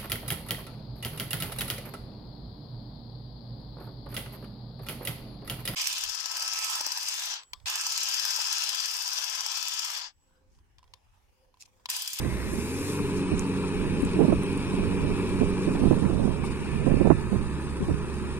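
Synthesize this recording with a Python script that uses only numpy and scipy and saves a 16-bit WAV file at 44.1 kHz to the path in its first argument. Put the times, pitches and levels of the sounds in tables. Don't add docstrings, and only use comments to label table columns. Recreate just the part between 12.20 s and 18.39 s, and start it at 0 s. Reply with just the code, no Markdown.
import sys
import numpy as np
from scipy import signal
from scipy.fft import rfft, irfft, next_fast_len
from scipy.io import wavfile
from scipy.ndimage import uniform_filter1d

SR = 44100
rng = np.random.default_rng(int(sys.argv[2]) if len(sys.argv) > 2 else 0)


def transcribe(signal):
    frames = np.atleast_2d(signal).T
    limited = np.clip(frames, -1, 1)
    pcm = np.round(limited * 32767).astype(np.int16)
    wavfile.write(sys.argv[1], SR, pcm)


def invert_db(level):
    return 10 ** (np.asarray(level, dtype=float) / 20)


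N = 272979
T = np.arange(N) / SR
FFT_SIZE = next_fast_len(N)
HZ = np.fft.rfftfreq(FFT_SIZE, 1 / SR)
TURN_S = 4.2

# time in seconds, firings per second.
FIRING_RATE = [(0, 65.3), (.15, 65.6), (.3, 69.9), (.45, 81), (.6, 93.5), (.73, 98.5), (.9, 93.9),
               (1.05, 92.5), (1.8, 92.6), (2.25, 93.9), (2.85, 94.5), (3.55, 94.3), (3.8, 91), (4.05, 80.7),
               (4.2, 74.1), (4.35, 70.9), (5.9, 69.6), (6.19, 72.5)]
# time in seconds, load 0-1, valve gear chatter 0-1.
EFFORT = [(0, 0, 0.45), (.3, 0, 0.6), (.45, 0.26, 0.93), (.75, 0.66, 0.9), (1.05, 0.75, 0.93),
          (1.8, 0.68, 0.9), (2.85, 0.72, 1), (3.55, 0.82, 0.87), (3.75, 0.8, 0.46), (4.05, 0.22, 0.26),
          (4.2, 0, 0.8), (4.35, 0.19, 0.88), (4.9, 0.02, 0.92), (5.05, 0.03, 0.46), (5.7, 0.07, 0.4),
          (6.19, 0.04, 0.7)]
# frequency in Hz, density in dB per Hz.
HISS = [(1880, -18.5), (3200, -1.5), (3560, -1.5), (3850, -0.5), (4190, -3.5), (4940, -5.5), (5420, -4.5),
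        (5980, -8), (7100, -7.5), (7340, -8.5), (9300, -2.5), (10700, -13.5), (11500, -19), (13400, -25.5),
        (15400, -31)]


def evened(x):
    return x / np.sqrt(np.mean(x ** 2) + 1e-20)


def read(points, hz):
    f, value = np.transpose(points)
    return np.interp(np.log(hz + 1), np.log(f + 1), value)


def curve(rows, column=1):
    rows = np.array(rows)
    return np.interp(T, rows[:, 0], rows[:, column])


def wander(rate_hz):
    lowpass = signal.butter(2, rate_hz, fs=SR, output="sos")
    return evened(signal.sosfilt(lowpass, rng.standard_normal(N + SR))[SR:])


def coloured(x, spectrum):
    inside = (HZ > spectrum[0][0]) & (HZ < spectrum[-1][0])
    shaped = rfft(x, FFT_SIZE) * invert_db(read(spectrum, HZ)) * inside
    return evened(irfft(shaped, FFT_SIZE)[..., :N])


def add(mix, s, sound):
    part = mix[max(round(s * SR), 0):][:len(sound)]
    part += sound[:len(part)]


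def surf():
    # frequency in Hz, density in dB per Hz.
    wash = [(380, 0.5), (430, -2.5), (480, 2), (620, -2.5), (800, -5.5), (950, -20)]
    return invert_db(-57) * coloured(rng.standard_normal((2, N)), wash)


def eddy(s, db, hz, length_s):
    u = np.linspace(0, 1, round(length_s * SR))
    rise = np.clip(.8 - max(db + 12, 0) * .04, .3, 1)
    shape = np.sin(np.pi * u ** rise) ** 2
    peak = shape.argmax()
    turns = np.cumsum(hz * (.8 + .45 * np.exp(-u / .3))) / SR
    swing = 2 * np.pi * (turns - turns[peak] + .3 * (rng.random() - .5))
    pressure = -np.cos(swing) - 0.19 * np.cos(2 * swing)
    return s - peak / SR, invert_db(db - 3.6) * pressure * shape


def eddy_streets():
    # start and end in seconds, level in dB.
    spells = [
        (4.492, 5, -25.5),
        (4.2, 3.7, -16),
        (5.442, 5, -18),
        (5.2, 5.26, -24),
        (2.055, 2.09, -8.5),
        (0.33, .41, -18),
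    ]
    pace_s, length_ms = .034, 11
    rows = []
    for start, end, db in spells:
        for i in range(12):
            late, size, pitch = rng.random(3)
            s = start + pace_s * (i + 0.95 * late)
            if s < end:
                rows.append((s, db + 2.3 * (size - .5), 180 + 150 * pitch, length_ms))
    return rows


def wind():
    # time in seconds, level in dB, pitch in Hz, length in ms.
    left_eddies = [
        (.805, -20, 233, 24),
        (1.834, -9.5, 278, 11),
        (1.86, -22, 200, 12),
        (5.61, -13, 240, 6.9),
        (5.628, -15, 205, 22),
        (5.65, -25, 180, 11),
    ]
    right_eddies = [(0.05, -16, 300, 4.5), (0.064, -18, 226, 3.9), (1.129, -14, 317, 28),
                    (1.968, -16.5, 343, 24), (1.995, -7.5, 357, 7), (2.017, -5, 278, 5.4),
                    (2.028, -17, 249, 5.2), (2.039, -8, 215, 5.8), (2.051, -5.5, 183, 5.3),
                    (2.094, -9, 240, 13), (2.104, -8.5, 214, 4.8), (2.131, -10, 355, 19),
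                    (2.541, -15, 289, 4.5), (2.591, -13, 215, 13), (2.633, -14.5, 368, 5),
                    (2.85, -19, 310, 7.6), (2.884, -21, 250, 8), (2.904, -19, 230, 6.5),
                    (2.916, -13.5, 220, 12), (3.219, -7, 270, 14), (3.234, -14, 190, 4.3),
                    (3.481, -9.5, 295, 5.4), (3.494, -14.5, 228, 10), (3.51, -17, 225, 4),
                    (3.559, -19.5, 380, 9.3), (3.599, -17, 193, 7.9), (3.621, -12, 226, 8.4),
                    (3.638, -9, 255, 11), (3.657, -8.5, 258, 6.2), (3.676, -10, 324, 4),
                    (3.712, -7, 362, 3.6), (3.722, -11, 276, 9.6), (3.731, -10, 177, 4),
                    (3.772, -16, 296, 9.9),
                    (3.826, -12, 269, 9.4), (3.846, -14, 237, 8.7), (3.861, -13, 202, 12),
                         (3.887, -34, 242, 6.2), (3.904, -11.5, 312, 3.5), (3.932, -13, 210, 7),
                         (4.0, -18, 354, 13), (4.017, -23, 230, 7), (4.04, -16.5, 245, 6.8),
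                         (4.056, -8.5, 235, 5.4), (4.081, -10.5, 217, 9.8), (4.092, -31, 207, 13),
                         (4.564, -21.5, 160, 14), (4.669, -8.5, 280, 4.4), (4.687, -13, 312, 2.2),
                         (4.704, -14.5, 306, 23), (4.716, -12, 340, 3.2), (4.731, -20, 188, 11),
                         (4.745, -13, 220, 5.8), (4.775, -19, 261, 3.7), (4.816, -5, 223, 3.4),
                         (4.836, -19, 172, 8.3), (4.854, -5.5, 240, 7), (4.864, -7.5, 236, 3),
                         (4.877, -4.5, 317, 4.7), (4.906, -2.5, 357, 5.4), (4.921, -11, 256, 5.9),
                         (5.124, -12.5, 272, 5.1), (5.134, -12, 228, 13), (5.148, -17, 236, 4.9),
                         (5.161, -16, 194, 11), (5.692, -14.5, 356, 18), (5.709, -15, 277, 7.7)]
    tears = [(2.008, -6, 430, 5.6), (2.127, -12, 680, 4.5), (3.215, -16, 480, 2.2), (3.712, -20, 696, 2),
             (3.998, -20, 603, 3.6), (5.701, -21, 603, 4.2), (4.679, -12, 530, 4.2), (4.806, -9.5, 190, 10),
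             (4.875, -16, 630, 3), (4.904, -18, 1300, 0.68), (4.903, -29, 2030, 0.85),
             (4.912, -10.5, 788, 2.5), (4.918, -18, 1090, 5.3)]
    # time in seconds, level in dB.
    push = [(0, -27), (.2, -31), (.38, -28), (.6, -50), (.81, -44), (.95, -33), (1.3, -36), (1.68, -24),
            (1.85, -28), (2.3, -29.5), (2.75, -21), (3.05, -26.5), (3.6, -24.5), (4.05, -18), (4.35, -29),
            (4.75, -20), (5.35, -29.5), (6.19, -30.5)]
    # peak time in seconds, level in dB, port (0 left, 1 right).
    heaves = [(.05, -34, 1), (.55, -41, 1), (.81, -39, 1), (1.125, -25, 1), (1.68, -38, 1), (2.13, -29, 1),
              (2.6, -36, 1), (2.85, -31, 1), (3.1, -38, 1), (3.22, -27, 1), (3.47, -38, 1), (3.64, -23, 1),
              (3.73, -37, 1), (4.57, -33, 1), (4.72, -25, 1), (4.9, -21, 1), (5.16, -26, 1), (5.71, -24, 1),
              (1.84, -31, 0), (1.97, -35, 0), (2.13, -30, 0), (4.8, -44, 0), (5.62, -38, 0), (5.7, -33, 0)]
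    # frequency in Hz, density in dB per Hz.
    flutter_colour = [(40, -13), (90, -2.5), (200, 4), (350, -1.5), (600, -12.5), (1000, -22.5),
                      (1800, -43), (2600, -41)]
    rumble_colour = [(4, 7), (15, 1), (45, 4.5), (100, -0.5), (150, 2.5), (300, -13)]
    calm_db, lee_db, heave_s = (-47, -43.5), -14.5, 0.034
    rip_hz, rip_db, rip_power = 430, -33, .15

    out, t = np.zeros((2, N)), np.arange(8000) / SR
    heave = t / heave_s * np.exp(1 - t / heave_s)
    lowpass = signal.butter(2, rip_hz, fs=SR, output="sos")
    right_rows = [*right_eddies, *tears, *eddy_streets()]
    for port, rows in enumerate((left_eddies, right_rows)):
        breeze = invert_db(curve(push) + lee_db * (1.5 - port) + 0.68 * wander(8.8))
        flutter = breeze * invert_db(-2.5 + 1.2 * wander(0.57))
        rumble = breeze + invert_db(calm_db[port] + 0.75 * wander(0.78))
        for s, db, hz, ms in rows:
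            add(out[port], *eddy(s, db, hz, 0.0071 + 0.0012 * ms))
            stir = np.minimum(t / 0.009, 1) ** 2 * np.exp(-(t / (0.00044 * ms + 0.017)) ** 2)
            add(flutter, s - .012, invert_db(-30 + 1.3 * (db + 16)) * stir)
        for s, db, heaved_port in heaves:
            if round(heaved_port) == port:
                add(rumble, s - heave_s, invert_db(db) * heave)
        lumps = coloured(invert_db(2.0 * wander(56.0)) * rng.standard_normal(N), flutter_colour)
        dull = signal.sosfiltfilt(lowpass, lumps)
        rip = (lumps - dull) * (flutter / invert_db(rip_db)) ** rip_power
        out[port] += flutter * (dull + rip)
        out[port] += rumble * coloured(rng.standard_normal(N), rumble_colour)
    return out


def grit_ticks():
    # time in seconds, peak level in dB, pitch in Hz.
    hits = [
        (0.3336, -28, 9100),
        (0.6843, -30, 9200),
        (1.1937, -16.5, 6800),
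        (1.8218, -29, 9630),
        (1.8502, -25, 8200),
        (2.2333, -30.5, 9900),
        (2.3281, -30.5, 9110),
        (2.3765, -28, 9200),
        (3.2924, -68, 9470),
        (4.2494, -34, 9200),
    ]
    out, t = np.zeros(N), np.arange(3000) / SR
    for s, db, hz in hits:
        band = signal.butter(4, [.68 * hz, 11300], "bandpass", fs=SR, output="sos")
        ping = np.cos(2 * np.pi * hz * t) * np.exp(-t / 0.0002)
        fizz = 0.046 * rng.standard_normal(len(t)) * np.exp(-t / 0.00056)
        add(out, s + 0.00071, invert_db(db + 5.5) * signal.sosfilt(band, ping + fizz))
    return out


def driveline_clunks():
    # time in seconds, peak level in dB, pitch in Hz.
    hits = [
        (0.788, -27, 1060),
        (1.437, -26.5, 1060),
        (3.551, -29, 744),
        (4.237, -23.5, 930),
    ]
    out, t = np.zeros(N), np.arange(3000) / SR
    envelope = np.exp(-t / 0.01) * np.minimum(t / 0.001, 1)
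    for s, db, hz in hits:
        modes = (.39, .88, 1, 1.13, 1.27, 2.4)
        ring = sum(np.sin(2 * np.pi * hz * k * t + 6 * rng.random()) for k in modes)
        add(out, s, invert_db(db - 11.5) * ring * envelope)
    return out


def sand():
    # time in seconds, level in dB.
    spray_db = [(0, -51), (.25, -50), (.34, -46), (.5, -45.5), (.72, -42), (.85, -52), (1.0, -51),
                (1.15, -101), (6.19, -72)]
    grit_db = [(0, -56.5), (4.22, -81.5), (4.243, -48), (4.265, -44.5), (4.285, -54), (4.31, -47),
               (4.325, -45), (4.35, -74), (6.19, -67)]
    # frequency in Hz, density in dB per Hz.
    spray_colour = [(880, -30), (1500, -15.5), (2170, -4), (2480, -4), (3160, -34), (3550, -10),
                    (4310, -10), (9550, -9), (13800, -20), (15200, -56)]
    grains = invert_db(1.3 * rng.exponential(1, (2, N))) * rng.standard_normal((2, N))
    spray = invert_db(curve(spray_db) + 0.85 * wander(1.9)) * coloured(grains, spray_colour)
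    return spray + invert_db(curve(grit_db)) * coloured(grains, HISS)


def puffing(turns, spectrum, depth, patchy_db):
    strength = invert_db(patchy_db * rng.standard_normal(700))[turns.astype(int)]
    gate = 1 + depth * strength * np.exp(-(turns % 1) / 0.36)
    return coloured(gate * rng.standard_normal((2, N)), spectrum)


def gear_whine(turns):
    # start and end in seconds, multiple of the firing rate, level in dB.
    meshes = [
        (2.7, 3.5, 25, -49),
        (4.5, 4.98, 24.9, -53),
        (5.2, 5.9, 24.93, -61),
        (5.0, 6.0, 17.9, -57),
    ]
    fade_s = 0.19
    slip = .1 * wander(6.0)
    tone = np.zeros(N)
    for start, end, k, db in meshes:
        fade = np.clip(np.minimum(T - start, end - T) / fade_s + 1, 0, 1) ** 2
        tone += invert_db(db) * fade * np.cos(2 * np.pi * (k * turns + slip))
    return tone * invert_db(1.2 * wander(9.7))


def belt_whirr(turns):
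    # time in seconds, level in dB.
    whirr_db = [(0, -46), (.2, -43.5), (.3, -46), (.42, -56), (.55, -93), (6.19, -79)]
    # frequency in Hz, density in dB per Hz.
    whirr_colour = [(480, -13), (600, -9), (720, -20), (950, -34), (1400, -20), (1650, -11), (1900, -10),
                    (2200, -9), (2400, -42)]
    return invert_db(curve(whirr_db)) * puffing(turns, whirr_colour, depth=.7, patchy_db=1.0)


def drone(turns):
    # multiple of the firing rate, level in dB eased off, level in dB under load.
    orders = [(1, -39.5, -42.5), (1.5, -53, -44), (1.75, -60, -47), (2, -44.5, -32.5), (2.25, -60, -48),
              (2.5, -54, -51), (3, -47, -35.5), (3.75, -60, -48), (4, -56, -39), (4.25, -58, -50),
              (4.5, -56, -50), (4.75, -54, -56), (5, -60, -58), (4.62, -51, -62), (5.18, -45.5, -60),
              (5.5, -52, -67), (6, -60, -68)]
    pipe_hz, pipe_width_hz, pipe_db = 408, 16, 8
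    load, speed = np.clip(curve(EFFORT), 0, 1), curve(FIRING_RATE)
    speed_change = np.gradient(speed) * SR
    unrest = uniform_filter1d(abs(speed_change), size=9000)
    pull = uniform_filter1d(np.maximum(speed_change, 0), size=6000)
    flare = uniform_filter1d(np.maximum(speed - 93.5, 0), size=8000, origin=2500)
    closing = np.maximum(-uniform_filter1d(np.gradient(load) * SR, size=6000), 0)
    out = np.zeros(N)
    for k, eased_db, load_db in orders:
        slip = rng.random() + .004 * k * wander(3.0)
        db = eased_db + load * (load_db - eased_db) + 1.2 * wander(4.0)
        db += pipe_db * np.exp(-((k * speed - pipe_hz) / pipe_width_hz) ** 2)
        if k == 1.5:
            db += 2.0 * flare
        if k == 2:
            db -= .22 * unrest
        if k == 3:
            db += .05 * pull
        out += invert_db(db) * np.cos(2 * np.pi * (k * turns + slip))
    return np.sqrt(2) * out * invert_db(-3.5 * closing)


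def level(rest_db, rise_db, column):
    return invert_db(rest_db + rise_db * curve(EFFORT, column))


def engine():
    # frequency in Hz, density in dB per Hz.
    exhaust_colour = [(24, -46), (40, -28), (81, -21), (130, -15), (187, -7.5), (231, -10), (316, -11),
                      (407, -6.5), (470, -15), (671, -35), (800, -57), (1040, -97), (1760, -120)]
    knock_colour = [(420, -44), (720, -12), (779, -9.5), (814, 0), (982, 3), (1450, -5), (1540, -4.5),
                    (1740, -4), (2050, -10.5), (2660, -5), (4510, -120)]
    clatter_colour = [(1150, -28), (1950, -11.5), (2060, -12), (2320, -1), (2480, 1), (2580, -0.5),
                      (2940, -9.5), (3400, -29.5), (4420, -21.5), (7480, -120)]
    turns = np.cumsum(curve(FIRING_RATE)) / SR

    roar = puffing(turns, exhaust_colour, depth=0.27, patchy_db=2.0)
    roar *= level(-39.5, 9.5, column=1) * invert_db(.8 * wander(7.1))
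    knock = puffing(turns, knock_colour, depth=0.26, patchy_db=6.0)
    knock *= level(-45.5, 4.5, column=1) * invert_db(0.32 * wander(9.0))
    clatter = puffing(turns, clatter_colour, depth=0.42, patchy_db=2.5)
    clatter *= level(-58, 14.5, column=2) * invert_db(0.62 * wander(4.0))
    hiss = puffing(turns, HISS, depth=0.6, patchy_db=-2.5)
    hiss *= level(-48.5, 3.5, column=1) * invert_db(0.52 * wander(9.2) + 1.06 * curve(EFFORT, column=2))

    direct_drone = drone(turns) * [[1.12], [0]]
    return direct_drone + gear_whine(turns) + belt_whirr(turns) + roar + knock + clatter + hiss


def ports(direct, scattered):
    # frequency in Hz, likeness of the two ports 0-1.
    likeness = [(60, 1), (300, .95), (640, 1), (1400, .88), (2500, .85), (3300, .7), (5000, .6),
                (9000, .45), (15000, .3)]
    # frequency in Hz, lag of the left port in samples.
    left_lag = [(300, 0.66), (1000, 5.3), (2500, 3.9), (5000, 5), (9000, 3.8)]
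    # frequency in Hz, left over right in dB.
    left_over_right = [(60, -1.5), (110, 0.5), (200, -1.5), (380, 2), (700, -2), (1290, 0), (2380, 5),
                       (4400, 1), (8120, 1.5), (15000, -4)]
    same = np.clip(read(likeness, HZ), 0, 1)
    a, b = rfft(direct, FFT_SIZE), rfft(scattered, FFT_SIZE)
    delay = np.exp(-2j * np.pi * HZ * read(left_lag, HZ) / SR)
    left = same * a * delay + np.sqrt(1 - same ** 2) * b
    right = a * invert_db(-read(left_over_right, HZ))
    return irfft(np.array([left, right]), FFT_SIZE)[:, :N]


def turned(x):
    # frequency in Hz, gain of the right port in dB.
    facing = [(1000, 0), (1500, 3.5), (1900, 5), (2650, -4), (3700, -3), (5000, 0)]
    swing_s = .12
    left, right = x
    later = irfft(rfft(right, FFT_SIZE) * invert_db(read(facing, HZ)), FFT_SIZE)[:N]
    share = np.clip((T - TURN_S) / swing_s + .5, 0, 1)
    return np.array([left, right + share * (later - right)])


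def scene():
    around = surf() + grit_ticks() + driveline_clunks() + sand() + engine()
    return turned(ports(*around)) + wind()


def thinned(x):
    # frequency in Hz, share of bands left empty 0-1.
    empty_share = [(3000, 0), (3500, .4), (3800, .05), (4350, .5), (4600, .2), (4900, .3), (5400, .05),
                   (5900, .85), (6300, .2), (6700, .15), (7150, .55), (7600, .12), (8500, .03),
                   (10000, .05), (11000, .4), (12200, .93), (13200, .3), (15300, .97)]
    starved_spells = [
        (.8, 1.19),
        (4.62, 4.95),
    ]
    hz, t, z = signal.stft(x, SR, nperseg=2048, noverlap=1024)
    bins = hz[:, None]
    luck = evened(uniform_filter1d(rng.standard_normal((len(t), 205)), size=3, axis=0))
    rank = (.5 + .5 * np.tanh(.85 * luck)).T.repeat(5, axis=0)

    power = abs(z) ** 2
    near = uniform_filter1d(uniform_filter1d(power, size=17, axis=1), size=3, axis=2)
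    usual = np.median(near, axis=2, keepdims=True)
    faint = np.clip(usual / (near + 1e-20), 0, 1.3).mean(0) ** .5

    seen_hz = bins * np.where((t > TURN_S) & (bins < 8000), 1.05, 1)
    starved = np.zeros(rank.shape[:1] + t.shape, bool)
    for start, end in starved_spells:
        edge_hz = np.maximum(11000, 14500 - 16000 * (t - start))
        starved |= (t > start) & (t < end) & (bins > edge_hz)
    empty = rank < np.where(starved, .8, read(empty_share, seen_hz) * faint)

    floor = np.interp(hz, [500, 900, 3000, 4000, 11000], [0, .3, .4, .8, 1.1])[:, None]
    weak = power < floor * near * (faint > .6)
    return signal.istft(z * ~empty * ~weak, SR, nperseg=2048, noverlap=1024)[1][:, :N]


def roll_off(x):
    return signal.sosfilt(signal.butter(12, 15590, fs=SR, output="sos"), x)


def record(dry):
    mix = thinned(np.clip(dry, -.98, .98))
    return roll_off(mix)


dry = scene()
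out = record(dry)
transcribe(out)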